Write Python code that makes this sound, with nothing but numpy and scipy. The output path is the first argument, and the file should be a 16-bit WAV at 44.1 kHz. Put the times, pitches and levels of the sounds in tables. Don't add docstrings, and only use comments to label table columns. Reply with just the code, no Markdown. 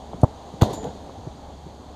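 import sys
import numpy as np
from scipy import signal
from scipy.fft import rfft, irfft
from scipy.io import wavfile
from scipy.ndimage import uniform_filter1d, map_coordinates

SR = 44100
rng = np.random.default_rng(int(sys.argv[2]) if len(sys.argv) > 2 else 0)


def undo_db(level):
    steps = np.asarray(level, float) / 20
    return 10 ** steps


def put_to_file(sound):
    columns = np.atleast_2d(sound).T
    safe = np.clip(columns, -1, 1)
    whole_steps = np.round(safe * 32767)
    wavfile.write(sys.argv[1], SR, whole_steps.astype(np.int16))


N = 85995


def unit(x):
    return x / np.sqrt(np.mean(x ** 2) + 1e-20)


def gain(points, hz):
    f, db = np.transpose(points)
    return undo_db(np.interp(np.log(hz + 1), np.log(f + 1), db, left=-120, right=-120))


def noise(response, size, patchy_db=0):
    z = signal.stft(rng.standard_normal(size + 1024), nperseg=512)[2]
    field = uniform_filter1d(rng.standard_normal(z.shape), size=6, axis=0)
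    field = uniform_filter1d(field, size=10, axis=1)
    x = signal.istft(z * undo_db(patchy_db * unit(field)), nperseg=512)[1]
    spectrum = rfft(x) * response(np.fft.rfftfreq(len(x), 1 / SR))
    return unit(irfft(spectrum, len(x))[:size])


def since(s):
    return np.maximum(np.arange(N) / SR - s, 0)


def burst(s, db, rise, t60):
    t = since(s)
    return undo_db(db - 60 * t / t60) * (1 - np.exp(-t / rise))


def ring(s, modes, longest, spread_db=0):
    total = 0
    for hz, db, t60 in modes:
        level_db = db + spread_db * rng.normal()
        envelope = burst(s, level_db, 0.0016, min(t60, longest))
        total = total + envelope * np.sin(2 * np.pi * hz * since(s))
    return total


def thud(s, db, hz, cycles):
    u = (np.arange(N) / SR - s) * hz
    return undo_db(db) * np.exp(-.5 * (u / cycles) ** 2) * np.cos(2 * np.pi * u)


# (pitch [Hz], level [dB])
CASE = [(1350, -5), (2300, -13.5), (2910, -7), (3090, -2.5), (3530, 0), (4470, -1), (5370, -11), (6660, -3),
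        (7800, -15.5), (10100, -42.5), (17200, -120)]
# (pitch [Hz], level [dB])
CASE_TOP = [(4470, -33), (7600, -15.5), (8390, 0), (9390, -8.5), (9980, -7.5), (10800, -5.5), (14400, -15),
            (15200, -38)]
CASE_WALL_HZ = 1480
TOP_DB = -13.5


def case(tilt_db):
    def response(hz):
        colour = gain(CASE, hz) + undo_db(TOP_DB) * gain(CASE_TOP, hz)
        return colour * undo_db(tilt_db * np.log2(hz / 5000 + 0.012))
    return response


# (pitch [Hz], level [dB])
RUMBLE = [(12, -40), (20, -11), (48, -3.5), (75, -4.5), (92, -3), (119, -6), (190, -8.5), (240, -20.5),
          (330, -29), (430, -58), (730, -120)]


def rumble():
    return undo_db(-48) * noise(lambda hz: gain(RUMBLE, hz), size=N, patchy_db=0.5)


# (pitch [Hz], level [dB])
TRAFFIC = [(150, -8.5), (250, -0.5), (323, -6), (396, -5), (542, -5.5), (810, -2.5), (1430, -22.5),
           (2600, -30.5), (3380, -31), (5720, -120)]
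# (time [s], level [dB])
WIND = [(0, 2), (.5, 2.5), (1, 2.5), (1.4, 1.37), (1.95, 0.5)]
TRAFFIC_DB, LEAVES_DB = -45, -58.5


def traffic_and_leaves():
    wind = undo_db(np.interp(np.arange(N) / SR, *np.transpose(WIND)))
    traffic = undo_db(TRAFFIC_DB) * noise(lambda hz: gain(TRAFFIC, hz), size=N, patchy_db=1.3)
    leaves = undo_db(LEAVES_DB) * noise(case(0), size=N, patchy_db=0.5)
    return wind * (traffic + leaves)


HUM_HZ, HUM_WANDER_HZ = 71, 3
HUM_DB, HUM_SWAY_DB = -44.5, 1.5


def hum():
    sway, wander = [map_coordinates(rng.standard_normal(40), [np.arange(N) * 9 / SR]) for _ in range(2)]
    cycles = np.cumsum(HUM_HZ + HUM_WANDER_HZ * wander) / SR
    return undo_db(HUM_DB + HUM_SWAY_DB * sway) * np.sin(2 * np.pi * cycles)


# (time [s], level [dB], pitch [Hz])
STEPS = [
    (.101, -38.5, 97),
    (0.146, -27, 159),
    (0.5425, -29, 152),
    (1.19, -34, 89),
    (1.2755, -24, 142),
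    (1.67, -31.5, 163),
]
STEP_CYCLES = 0.66
STEP_SCUFF_DB, STEP_SCUFF_T60, STEP_TOP_HZ = -1.5, 0.041, 453


def steps():
    scuff = undo_db(STEP_SCUFF_DB) * noise(lambda hz: hz / (80 + hz) / (1 + (hz / STEP_TOP_HZ) ** 4), size=N)
    total = 0
    for s, db, hz in STEPS:
        touch_s = s - 0.74 / hz
        total = total + thud(s, db, hz, STEP_CYCLES) + burst(touch_s, db, 0.00087, STEP_SCUFF_T60) * scuff
    return total


# (start [s], end [s], level [dB])
ECHOES = [
    (0.749, 0.828, -38),
    (0.902, 1.099, -37),
]
ECHOES_PER_S, ECHO_SCATTER_DB = 270, 11.5
ECHO_WIDTH_S = 0.00059


def echoes():
    arrivals = np.zeros(N)
    for start, end, db in ECHOES:
        count = int((end - start) * ECHOES_PER_S) + 1
        when, side, strength = rng.random((64, 3))[:count].T
        index = (SR * (start + (end - start) * when)).astype(int)
        level = undo_db(db + ECHO_SCATTER_DB * np.log(strength + 0.011))
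        np.add.at(arrivals, index, np.sign(side - .5) * level)
    t = np.arange(-200, 200) / SR / ECHO_WIDTH_S
    pulse = (1 - t * t) * np.exp(-.5 * t * t)
    return np.convolve(arrivals, pulse, "same")


# (time [s], level [dB], pitch [Hz], spread [cycles])
RETURNS = [(0.6405, -31, 650, 0.5), (0.6436, -24.5, 110, 0.65), (0.644, -25.5, 237, 1.23),
           (0.6465, -21.5, 530, 0.88), (0.6516, -19, 691, 0.45), (0.6555, -33, 781, 1.1),
           (0.6581, -26, 205, 0.65), (0.6593, -22.4, 595, 1), (0.6633, -24.1, 850, 1.1),
           (0.6636, -22, 390, 0.65), (0.6687, -24.5, 660, 0.83), (0.6722, -30.0, 423, 1),
           (0.6751, -44, 686, 2.4), (0.6786, -30.0, 216, 1.2), (0.68, -38, 117, 0.44),
           (0.6854, -26, 487, 0.82), (0.6887, -33, 620, 0.26), (0.694, -22, 423, 0.42),
           (0.697, -29, 139, 0.43), (0.6984, -22, 695, 0.32), (0.705, -23, 686, 0.37),
           (0.7112, -23.5, 406, 1.5), (0.7128, -24, 570, 0.91), (0.7184, -30, 656, 1.2),
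           (0.722, -30, 352, 0.39), (0.7285, -30, 509, 0.42), (0.7305, -26.5, 134, 0.48),
           (0.738, -29, 939, 1.9), (0.7405, -27, 293, 0.65), (0.749, -28, 257, 0.65),
           (0.7676, -26, 398, 0.42), (0.7725, -32.5, 398, 0.37), (0.7782, -23, 426, 0.34),
           (0.7883, -30.5, 575, 0.91), (0.7914, -29, 203, 0.53), (0.8207, -39, 436, 2.4),
           (0.8353, -26.5, 244, 0.55), (0.8368, -43, 454, 2.4), (0.8487, -36, 261, 1.6),
           (0.8512, -34, 735, 2), (0.8535, -32, 463, 2.1), (0.8654, -27, 216, 0.42),
           (0.872, -24, 696, 0.34), (0.876, -27.5, 169, 0.8), (0.8812, -34, 612, 1),
           (0.8917, -37, 166, 0.67), (0.9084, -35, 470, 1.8), (0.9339, -38, 148, 1)]


def returns():
    return sum(np.sign(rng.normal()) * thud(*row) for row in RETURNS)


POST_S, POST_DB, POST_RISE_S, POST_T60 = .79, -24, .06, .33
POST_HZ, POST_CLIMB_HZ_PER_S = 410, 1050


def post():
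    t = since(POST_S)
    cycles = (POST_HZ + POST_CLIMB_HZ_PER_S * t / 2) * t
    return burst(POST_S, POST_DB, POST_RISE_S, POST_T60) * np.sin(2 * np.pi * cycles)


# (time [s], level [dB], rise [s], t60 [s])
SHUDDER = [
    (0.23, -31, .002, 0.22),
    (0.636, -26, 0.0025, 0.17),
    (0.65, -21.5, 0.008, 0.33),
    (0.697, -29, 0.0046, 0.72),
    (.76, -36.5, .01, 0.36),
    (0.827, -23.5, 0.01, 0.29),
    (.855, -36.5, 0.0063, 0.6),
    (1.252, -40, .002, 0.11),
]
# (pitch [Hz], level [dB])
TAIL = [(29, -36), (50, -5.5), (215, -0.5), (257, -6), (445, -2.5), (879, -4.5), (1260, -21.5), (2070, -26),
        (2400, -40), (3120, -73), (5280, -120)]
SHUDDER_TRIM_DB = -4


def shudder():
    total = 0
    for row in SHUDDER:
        trim = undo_db(SHUDDER_TRIM_DB * (.63 < row[0] < .9))
        total = total + burst(*row) * trim * noise(lambda hz: gain(TAIL, hz), size=N, patchy_db=1.0)
    return total


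# (time [s], level [dB], rise [s], t60 [s])
GRAZES = [
    (0.1338, -25.5, 0.0012, 0.019),
    (0.6104, -16.5, 0.0038, 0.11),
    (0.6316, -22.5, .001, .03),
    (1.094, -38, .0005, 0.016),
]
GRAZE_HZ = 790


def grazes():
    return sum(burst(*row) * noise(lambda hz: hz / (1 + (hz / GRAZE_HZ) ** 8), size=N) for row in GRAZES)


# (time [s], level [dB], rise [s], t60 [s], tilt [dB per octave])
CRACKS = [(.236, -54, .001, .04, 18), (0.611, -29, 0.0029, 0.12, -10), (0.613, -38, 0.0016, 0.089, 26),
          (0.619, -41, 0.001, 0.12, -1), (0.628, -36, 0.0032, 0.13, 3.5), (0.636, -36.5, 0.0013, 0.049, -5),
          (0.645, -42, 0.0027, 0.32, -1), (0.691, -43.5, 0.007, 0.5, -1), (0.726, -41, 0.0023, 0.17, -1),
          (0.731, -38, 0.0017, 0.084, 11), (.76, -74, .003, 0.51, -8), (.827, -44, .0009, 0.067, -6),
          (.843, -51.5, .001, .06, 10), (.85, -53.5, 0.0048, 0.81, -3.5)]


def cracks():
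    return sum(burst(*row[:4]) * noise(case(row[4]), size=N, patchy_db=-1) for row in CRACKS)


# (pitch [Hz], level [dB], t60 [s])
CLIP = [(6476, -12, .16), (6830, -5, .35), (6912, -3, .5), (7050, -8, .3), (7139, 0, .4), (7278, -5, .15),
        (7359, -8, .25)]
CLIP_TAPS = [
    (0.73, -62),
    (0.736, -45.5),
    (0.746, -61),
    (0.771, -52),
]


def clip():
    return sum(undo_db(db) * ring(s, CLIP, 1, spread_db=1.5) for s, db in CLIP_TAPS)


# (pitch [Hz], level [dB], t60 [s])
CLANG = [(1970, -35.5, 0.079), (2040, -36, 0.079), (2777, -34.5, 0.059), (3244, -43, 0.066),
         (3450, -38, .06), (3440, -30, 0.046), (3500, -44, 0.039), (4470, -39, .05), (6430, -37, 0.034),
         (6850, -46, .11)]
# (pitch [Hz], level [dB], t60 [s])
FRAME = [(216, 9, 0.3), (404, -19, 2.3), (561, 6.5, 5.0), (730, -13, 0.21), (854, 1, 0.29),
         (4400, -33, 5.0), (5940, -18, 0.15), (7180, -21, 0.59)]
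FRAME_DB, FRAME_LONGEST_S = -31.5, .16


def crossbar():
    hit_s = CONTACTS[1][0]
    return ring(hit_s - .008, CLANG, 1) + undo_db(FRAME_DB) * ring(hit_s, FRAME, FRAME_LONGEST_S)


TICK_S = [.2137, .217, .2198, .2339, .2383, .2408, .6208, .6209, .6368, .6815, .7043, .8425, .8427]
# (level [dB], centre [Hz], width [octaves])
TICKS = [(-42, 9500, 0.26), (-34, 7600, .9), (-40, 9200, 0.14), (-35.5, 9000, 0.18), (-33.5, 7500, .9),
         (-42, 10500, .23), (-16.5, 3340, 0.45), (-17, 7140, 0.27), (-24, 3280, 0.2), (-40, 2900, 0.36),
         (-36, 5800, 0.67), (-34, 3200, 0.27), (-36, 6400, 0.11)]
TICK_SMEAR_DB, TICK_SMEAR_S = -16, .0022


def ticks():
    out, hz = np.zeros(N + 2048), np.fft.rfftfreq(2048, 1 / SR)
    fold = np.r_[1, np.full(1023, 2), 1, np.zeros(1023)]
    age = np.arange(255) / SR
    for s, (db, centre_hz, octaves) in zip(TICK_S, TICKS):
        colour = case(1.5)(hz) * np.exp(-.5 * (np.log2(hz / centre_hz + .001) / octaves) ** 2)
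        cepstrum = irfft(np.log(colour / colour.max() + 1e-3))
        pulse = irfft(np.exp(rfft(cepstrum * fold)))
        smear = rng.standard_normal(255) * undo_db(TICK_SMEAR_DB - 60 * age / TICK_SMEAR_S)
        pulse = np.convolve(pulse, np.r_[1, smear])[:2048]
        out[round(s * SR):][:2048] += undo_db(db) * pulse / np.abs(pulse).max()
    return out[:N]


# (time [s], push + or pull - [amplitude], pitch [Hz])
BUCKLES = [(.1338, .07, 750), (.2317, .09, 500), (.2359, .3, 800), (.2366, -.2, 800), (.2433, -.35, 800),
           (.6212, .2, 1200), (.6277, .1, 600), (.629, -.2, 700), (.6327, .2, 900), (.6352, -.17, 500),
           (1.0965, .035, 800)]
BUCKLE_CYCLES = .35


def buckles():
    pushes = sum(size * thud(s, 0, hz, BUCKLE_CYCLES) for s, size, hz in BUCKLES)
    return signal.sosfiltfilt(signal.butter(6, CASE_WALL_HZ, fs=SR, output="sos"), pushes)


# (time [s], peak level [dB], contact [s], slap width [s], release level [dB])
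CONTACTS = [
    (.2345, -.5, .0107, .00033, -11),
    (.6211, -2.5, .0111, .0008, -3),
]
# (slap level [dB], slap rise over fall [ratio], swing bend [power],
# air ring level [dB])
SQUASH = [
    (0, 1, 0.98, -1),
    (-1.5, 0.12, 0.89, -21),
]
# (pitch [Hz], level [dB], t60 [s])
BALL = [(105, -6, 0.028), (268, -14.5, 0.046), (504, -19.5, 0.066), (607, -7.5, 0.024), (693, -22, 0.045),
        (848, -18.5, 0.042), (980, -22, 0.023), (1100, -41, 0.034), (1210, -41, 0.05)]
SQUASH_LAG_S, SQUASH_FADE_DB, LEAVE_DB, FREE_FADE_DB = 0.00059, 3.5, 6, 23
AIR_LEAD_S = 0.00037
SNAP_WIDTH_S, MIC_LOW_HZ = 0.00026, 35


def ball():
    t, out = np.arange(N) / SR, 0
    wall = signal.butter(10, CASE_WALL_HZ, fs=SR, output="sos")
    mic = signal.butter(1, MIC_LOW_HZ, "high", fs=SR, output="sos")
    for (s, db, contact, width, release_db), (slap_db, rise, bend, air_db) in zip(CONTACTS, SQUASH):
        u = since(s + SQUASH_LAG_S) / (contact - 2 * SQUASH_LAG_S)
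        free_db = np.where(u > 1, LEAVE_DB + FREE_FADE_DB * (u - 1), 0)
        squash = -np.sin(2 * np.pi * u ** bend) * undo_db(-SQUASH_FADE_DB * u - free_db)
        slap_width = np.where(t < s, rise * width, width)
        slap = undo_db(slap_db) * np.exp(-.5 * ((t - s) / slap_width) ** 2)
        snap = -undo_db(release_db) * np.exp(-.5 * ((t - s - contact) / SNAP_WIDTH_S) ** 2)
        inside = ring(s - AIR_LEAD_S, BALL, 1) + 0.2 * ring(s + contact, BALL, 1)
        hit = squash + slap + snap + undo_db(air_db) * inside
        hit = signal.sosfilt(mic, signal.sosfiltfilt(wall, hit))
        out = out + undo_db(db) * hit / np.abs(hit).max()
    return out


def scene():
    background = rumble() + traffic_and_leaves() + hum() + steps()
    reflections = echoes() + returns()
    goal = post() + shudder() + grazes() + cracks() + clip() + crossbar()
    return (background + reflections + goal + ticks() + buckles() + ball())[None]


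def low_pass(x):
    return signal.sosfilt(signal.butter(12, 15800, fs=SR, output="sos"), x)


CEILING, KNEE, TOP_HZ = .97, 40, 15800


def record(dry):
    held = dry / (1 + np.abs(dry / CEILING) ** KNEE) ** (1 / KNEE)
    in_band = np.fft.rfftfreq(N, 1 / SR) < TOP_HZ
    mix = irfft(rfft(held) * in_band, N)
    return low_pass(mix)


dry = scene()
out = record(dry)
put_to_file(out)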